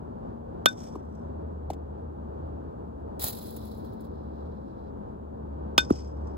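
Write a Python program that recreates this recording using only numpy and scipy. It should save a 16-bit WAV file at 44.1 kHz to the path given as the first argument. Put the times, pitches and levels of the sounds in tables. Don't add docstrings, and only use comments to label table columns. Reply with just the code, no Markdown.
import sys
import numpy as np
from scipy import signal
from scipy.fft import rfft, irfft
from scipy.io import wavfile

SR = 44100
rng = np.random.default_rng(int(sys.argv[2]) if len(sys.argv) > 2 else 0)


def wav_record(signal):
    frames = np.transpose(np.atleast_2d(signal))
    bounded = np.clip(frames, -1, 1)
    quanta = np.round(bounded * 32767).astype(np.int16)
    wavfile.write(sys.argv[1], SR, quanta)


N = 280917
T = np.arange(N) / SR
BINS = np.fft.rfftfreq(4096, 1 / SR)
HALVES = np.array([[.5], [-.5]])


def amp(db):
    return 10 ** (np.asarray(db) / 20)


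def unit(x):
    return x / np.sqrt(np.mean(x ** 2) + 1e-20)


def read(points, hz):
    f, value = np.transpose(points)
    return np.interp(np.log(hz + 1), np.log(f + 1), value)


def follow(rows):
    return np.interp(T, *np.transpose(rows))


def pan(db):
    return amp(db * HALVES)


def add(mix, s, sound):
    start = max(round(s * SR), 0)
    part = mix[:, start:][:, :sound.shape[-1]]
    part += sound[..., :part.shape[1]]


def colour(x, points):
    hz = np.fft.rfftfreq(x.shape[-1], 1 / SR)
    return irfft(rfft(x) * amp(read(points, hz)), x.shape[-1])


def causal(db):
    log_gain = np.log(amp(np.r_[db, db[-2:0:-1]]))
    return np.exp(np.conj(signal.hilbert(log_gain)))[:len(db)]


def drift(hz):
    f = np.fft.rfftfreq(N, 1 / SR)
    return unit(irfft(rfft(rng.standard_normal(N)) / (1 + (f / hz) ** 4), N))


# (frequency [Hz], lead [radians])
PORT_LEAD = [(20, 0), (140, -.35), (240, -1.4), (600, -2.6), (1500, -3.2), (2500, -6.2), (4000, -6.3),
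             (5700, -9.4), (7400, -6.3), (9400, -3.1), (11250, 0), (13100, 3.1), (15000, 6.3), (16000, 7)]


def ports(noise, likeness=.85):
    hz = np.fft.rfftfreq(noise.shape[1], 1 / SR)
    a, b = rfft(noise)
    same = np.clip(likeness, 0, 1)
    blend = same * a + np.sqrt(1 - same ** 2) * b
    right = blend * np.exp(-1j * read(PORT_LEAD, hz))
    return irfft([a, right], noise.shape[1])


def hiss(level_db=-85):
    noise = ports(rng.standard_normal((2, N)), likeness=0.96)
    tone = [(1000, -2.0), (8000, -2.5), (14500, -1.0), (16000, -10.5)]  # (Hz, dB)
    return amp(level_db) * unit(colour(noise, tone))


# (frequency [Hz], relative level [dB])
RUMBLE_TONE = [(20, -35), (36, -15), (58, -3.5), (90, -3.5), (160, -4.5), (290, -5.5), (480, -6),
               (700, -12), (880, -12.5), (1250, -24), (1600, -32.5), (2100, -48.5), (3600, -52.5),
               (6000, -61), (16000, -78)]
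# (frequency [Hz], likeness [0-1])
RUMBLE_LIKENESS = [(60, 0.96), (130, 0.72), (230, 1), (420, 0.92), (800, 0.81), (1200, 0.5), (1800, 0.05),
                   (4000, 0.075), (8000, 0.731)]
# (frequency [Hz], left-right level [dB])
RUMBLE_LEAN = [(60, 3.5), (120, -1), (220, 5), (400, 1.5), (800, 0.5), (1300, 2), (2600, 0), (6000, -2)]
RUMBLE_DB = -39.5


def traffic(swell_db=1.08):
    hz = np.fft.rfftfreq(N, 1 / SR)
    pair = rfft(ports(rng.standard_normal((2, N)), read(RUMBLE_LIKENESS, hz)))
    tone_db = read(RUMBLE_TONE, hz) + read(RUMBLE_LEAN, hz) * HALVES
    wash = unit(irfft(pair * amp(tone_db), N))
    return wash * amp(RUMBLE_DB + swell_db * drift(3.9))


# (time [s], level [dB])
DRONE_LEVEL = [(0.0, -49.5), (0.68, -49.5), (0.76, -56.5), (1.44, -39.5), (2.64, -44), (2.8, -54.5),
               (2.96, -42.5), (3.52, -55.5), (3.64, -43.5), (3.8, -51.5), (4.4, -42), (4.6, -44.5),
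               (4.68, -53.5), (5.64, -38.5), (5.88, -47.0), (5.96, -38.5), (6.2, -36.0), (6.37, -40)]
# (time [s], level [dB])
DRONE_THIRD_LEVEL = [(0.0, -49.0), (1.36, -48.5), (1.56, -58.5), (2.2, -49.5), (2.32, -61.5), (3.32, -52.5),
                     (3.6, -45.0), (4.68, -53.0), (5.48, -49.5), (6.24, -56.5), (6.37, -50.5)]
DRONE_HZ, DRONE_SAG_HZ_PER_S = 78.4, 1.22


def engine(firing_db=0.0, third_db=-1.0, waver=.025, throb_db=2):
    pitch = (DRONE_HZ - DRONE_SAG_HZ_PER_S * T) * (1 + waver * drift(11))
    turns = np.cumsum(pitch) / SR
    firing_level = amp(follow(DRONE_LEVEL) + firing_db + throb_db * drift(12.0))
    third_level = amp(follow(DRONE_THIRD_LEVEL) + third_db + throb_db * drift(15))
    firing = firing_level * np.sin(2 * np.pi * turns)
    third = third_level * np.sin(2 * np.pi * 3 * turns)
    return np.sqrt(2) * (pan(0.18) * firing + pan(9) * third)


BRUSH_START_S, BRUSH_END_S = 3.195, 4.9
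SLIDE_DB, SLIDE_FALL_DB_PER_S = -36.5, 48
SHOVE_S, SHOVE_DB, SHOVE_WIDTH_S = 3.256, -33, 0.042
SETTLE_DB, SETTLE_FALL_DB_PER_S = -71, 8


def push():
    age = np.maximum(T - BRUSH_START_S, 0)
    shove = amp(SHOVE_DB) * np.exp(-((T - SHOVE_S) / SHOVE_WIDTH_S) ** 2)
    slide = amp(SLIDE_DB - SLIDE_FALL_DB_PER_S * age)
    settle = amp(SETTLE_DB - SETTLE_FALL_DB_PER_S * age)
    return 20 * np.log10(shove + np.hypot(slide, settle))


# (time [s], level [dB])
BLADE_SNAPS = [(3.1966, -38), (3.2357, -20), (3.241, -16), (3.282, -21.5), (3.4286, -38), (3.468, -40),
               (3.5045, -38.5), (3.565, -34.5), (3.6524, -43.5), (3.713, -52.5), (3.7773, -52),
               (3.8492, -54), (3.932, -56), (4.0058, -51.5), (4.0447, -56)]
SNAP_RISE_S = 0.00054
SNAP_T60_S, SNAP_REF_DB, SNAP_DOUBLING_DB = 0.044, -24, 28


def snaps(snap_db=-3):
    out = np.zeros((1, N))
    t = np.arange(SR // 5) / SR
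    rise = 1 - np.exp(-t / SNAP_RISE_S)
    for s, db in BLADE_SNAPS:
        t60 = SNAP_T60_S * 2 ** ((SNAP_REF_DB - db) / SNAP_DOUBLING_DB)
        add(out, s, amp(db + snap_db - 60 * t / t60) * rise)
    return out


# (frequency [Hz], relative level [dB])
GRASS_FIRM_TONE = [(300, -31), (700, 4.5), (1300, -7), (2200, -17), (3000, -17), (4000, -6.5),
                   (4900, -12.5), (7800, -9), (9600, -8), (11200, -0.5), (13000, -1.5), (14500, -3.5),
                   (16000, 1)]
# (frequency [Hz], relative level [dB])
GRASS_LIGHT_TONE = [(1500, -10), (2700, -26), (3400, -1.5), (3700, -3), (4000, 5), (4400, -2), (5200, -2.5),
                    (6200, -16.5), (8000, -21), (11200, -24), (16000, -20)]


def grass(brush_db=-0.5, grain_db=1.5, flutter_db=2.55, swish_db=-77.5, swish_rise=.64,
          light_db=-80, firm_db=-60):
    slips = ports(rng.standard_normal((2, N))) * amp(grain_db * drift(900))
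    firm = unit(colour(slips, GRASS_FIRM_TONE))
    light_grain = amp(grain_db * (drift(300) + 0.84 * drift(25)))
    touches = ports(rng.standard_normal((2, N)), likeness=0.15) * light_grain
    light = unit(colour(touches, GRASS_LIGHT_TONE))
    push_db = push() + flutter_db * drift(60)
    firmness = np.clip((push_db - light_db) / (firm_db - light_db), 0, 1)
    touching = (T > BRUSH_START_S) & (T < BRUSH_END_S)
    brush = touching * amp(push_db + brush_db)
    swish = touching * amp(swish_db + swish_rise * (push_db - light_db))
    firm_level = np.sqrt(firmness * brush ** 2 + snaps() ** 2)
    return firm * firm_level + light * swish


# (time [s], pock pitch [Hz], pock level [dB], thud pitch [Hz], thud level [dB],
# grass crunch level [dB], left ear's lag [s])
BALL_LANDINGS = [(.9575, 1118, -34, 297, -27.5, -59, 0.000089),
                 (1.7048, 794, -22, 254, -29, -42.5, 0.000046), (1.736, 740, -42.5, 260, -49, -51, .00005),
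                 (5.9057, 1290, -22.5, 289, -6, -42.5, 0.00048)]


def landings(sink_s=.0054, rebound_s=0.016, rebound_hz=100, rebound_db=-17):
    out = np.zeros((2, N))
    crunch_tone = [(1000, 6.0), (5000, 5.5), (8000, 2.5), (16000, -4.5)]  # (Hz, dB)
    for s, pock_hz, pock_db, thud_hz, thud_db, crunch_db, lag in BALL_LANDINGS:
        t = np.arange(-SR // 50, SR // 6) / SR - lag * HALVES
        pock, thud, rebound = amp(pock_db), amp(thud_db), amp(thud_db + rebound_db)
        # (s, Hz, size)
        stages = [
            (-.7 * sink_s, pock_hz, 0),
            (-.2 * sink_s, pock_hz, pock),
            (.2 * sink_s, .85 * pock_hz, pock),
            (.5 * sink_s, 1.4 * thud_hz, thud / 2),
            (sink_s, thud_hz, thud),
            (1.4 * sink_s, .9 * thud_hz, .6 * thud),
            (1.9 * sink_s, .8 * thud_hz, rebound / 2),
            (rebound_s, rebound_hz, rebound),
            (1.7 * rebound_s, rebound_hz, 0)]
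        when, hz, size = np.transpose(stages)
        pitch = np.interp(t, when, hz) * (t > when[0])
        body = np.interp(t, when, size) * np.sin(2 * np.pi * np.cumsum(pitch, 1) / SR)
        crush = amp(-60 * np.maximum((t + .002) / .045, -(t + .002) / .006))
        crackle = unit(colour(ports(rng.standard_normal(t.shape)), crunch_tone))
        crunch = amp(crunch_db) * crush * crackle
        add(out, s + t.mean(0)[0], body + crunch)
    return out


TREE_RISE = .25


def stand(t, delay, db, depth, t60):
    early = np.maximum(delay - t, 0) / (TREE_RISE * delay)
    late = np.maximum(t - delay - depth, 0)
    return amp(db - 60 * late / t60) ** 2 * np.exp(-np.pi * early)


# (delay [s], relative level [dB], depth [s], time to fall 60 dB [s])
TREE_STANDS = [(.026, -0.5, 0.0051, 0.15), (.128, -11.5, 0.069, .42), (.5, -32.5, .03, .7)]
# (delay [s], relative level [dB], left-right level [dB])
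WALL_ECHOES = [(0.0248, -18.5, 5), (0.0677, -29, 0.5), (0.1438, -28.5, -4.5), (.179, -33, 15),
               (.214, -38, 10.5), (.492, -41.5, 0)]
# (frequency [Hz], relative level [dB])
RETURN_TONE = [(200, -18), (1500, -24), (2400, -15.5), (3200, -18.5), (3600, -21), (4300, -12.5),
               (4950, -5), (5300, 2.5), (5800, -6.5), (6350, 0), (7300, -9.5), (7900, 2.5), (8900, -15),
               (16000, -20.5)]


def surroundings(x, trees_db=-12.5, echoes_db=3.0, smear_s=.003, clump_db=3.5):
    t = np.arange(SR) / SR
    clumps = amp(clump_db * drift(150)[:SR])
    level = np.sqrt(sum(stand(t, *row) for row in TREE_STANDS)) * clumps
    scatter = ports(rng.standard_normal((2, SR))) * level
    taps = amp(trees_db) * scatter / np.linalg.norm(scatter[0])
    for delay, db, side_db in WALL_ECHOES:
        wall = ports(rng.standard_normal((2, SR))) * np.exp(-t / smear_s)
        wall = wall / np.linalg.norm(wall[0])
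        add(taps, delay, amp(db + echoes_db) * pan(side_db) * wall)
    response = colour(taps, RETURN_TONE)[:, :SR * 7 // 8]
    return signal.fftconvolve(x[:1], response, axes=1)[:, :N]


# (frequency [Hz], level on the sweet spot [dB], level off it [dB], left-right level [dB])
CRACK_TONE = [(60, 0, -7, -0.5), (166.7, 13, 19, 1), (374.3, 23, 22, 3), (735, 28, 23.5, -3.5),
              (910, 22, 31.5, -0.5), (1280, 27.5, 23, 9), (2110, 10.5, 10, 2), (2620, 12, 14, -9),
              (3448, 23, 21.5, -5.5), (4200, 7.5, 7.5, -2), (5570, 11.5, 14.5, 1.5), (7817, 6, 3, -6),
              (9500, 1, -3.5, -3.5), (11200, 7, -2.5, 0.5), (16000, -1.5, -2, 0)]
# (frequency [Hz], level on the sweet spot [dB], level off it [dB], time to fall 60 dB [s],
# left-right level [dB])
BARREL_MODES = [(1510, -17, -17.5, .2, 10), (2490, -30, -21, .09, -2), (3607, -18, -17.5, .15, -3),
                (3490, -20, -11, .022, -8), (4325, -37, -26, .085, 1), (5044, -46, -34, .08, 0),
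                (5340, -37, -35, .1, 2), (5540, -25, -15, .035, -8), (6500, -40, -30, .05, 0),
                (7950, -46, -40, .08, 0)]
GRIP_S = .05


def clink(level_db, off_centre, scatter_t60, ground_s=0.0044, ground_hz=1300, scatter_hz=4000,
          ring_db=0, rise_s=0.0012):
    t = np.arange(SR // 3) / SR
    sweet, off, side = (read(np.array(CRACK_TONE)[:, [0, k]], BINS) for k in range(1, 4))
    late = ground_s / (1 + BINS / ground_hz)
    delay_phase = np.exp(-2j * np.pi * np.cumsum(late) * BINS[1])
    response = causal(sweet + off_centre * (off - sweet)) * delay_phase
    response = response * amp(side * HALVES)
    straight = 1 / (1 + (BINS / scatter_hz) ** 2)
    lead = np.exp(1j * read(PORT_LEAD, BINS) * HALVES)
    direct = irfft(response * lead * np.sqrt(straight))[:, :len(BINS)]
    scattered = irfft(response * np.sqrt(1 - straight))[:, :len(BINS)]
    rasp = ports(rng.standard_normal((2, len(t))), likeness=.9) * amp(-60 * t / scatter_t60)
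    rasp = rasp / np.linalg.norm(rasp[0])
    crack = signal.fftconvolve(rasp, scattered, axes=1)[:, :len(t)]
    add(crack, 0, direct)
    held = amp(ring_db) * (1 - np.exp(-t / rise_s)) * np.exp(-(t / GRIP_S) ** 2)
    ring = np.zeros_like(crack)
    for hz, sweet_db, off_db, t60, side_db in BARREL_MODES:
        phase = read(PORT_LEAD, hz) * HALVES
        db = sweet_db + off_centre * (off_db - sweet_db) - 60 * t / t60
        ring += pan(side_db) * amp(db) * held * np.sin(2 * np.pi * hz * t + phase)
    return amp(level_db) * crack, amp(level_db) * ring


# (time [s], relative level [dB], distance from the sweet spot [0-1],
# time for the scattered crack to fall 60 dB [s], level sent to the surroundings [dB])
BAT_BLOWS = [(.6579, 0, 0, .024, 0), (5.7788, 0, 0.93, .045, -1)]


def bat(far_ring_db=-4):
    near, far = np.zeros((2, 2, N))
    for s, level_db, off_centre, scatter_t60, sent_db in BAT_BLOWS:
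        crack, ring = clink(level_db, np.clip(off_centre, 0, 1), scatter_t60)
        add(near, s, crack + ring)
        add(far, s, amp(sent_db) * (crack + amp(far_ring_db) * ring))
    return near + surroundings(far)


def scene():
    return hiss() + traffic() + engine() + grass() + landings() + bat()


EDGE_HZ = 15850


def record(dry):
    held = dry / (1 + dry ** 6) ** (1 / 6)
    low_pass = signal.firwin(511, EDGE_HZ, window=("kaiser", 9), fs=SR)
    return signal.oaconvolve(held, low_pass[None], "same")


dry = scene()
out = record(dry)
wav_record(out)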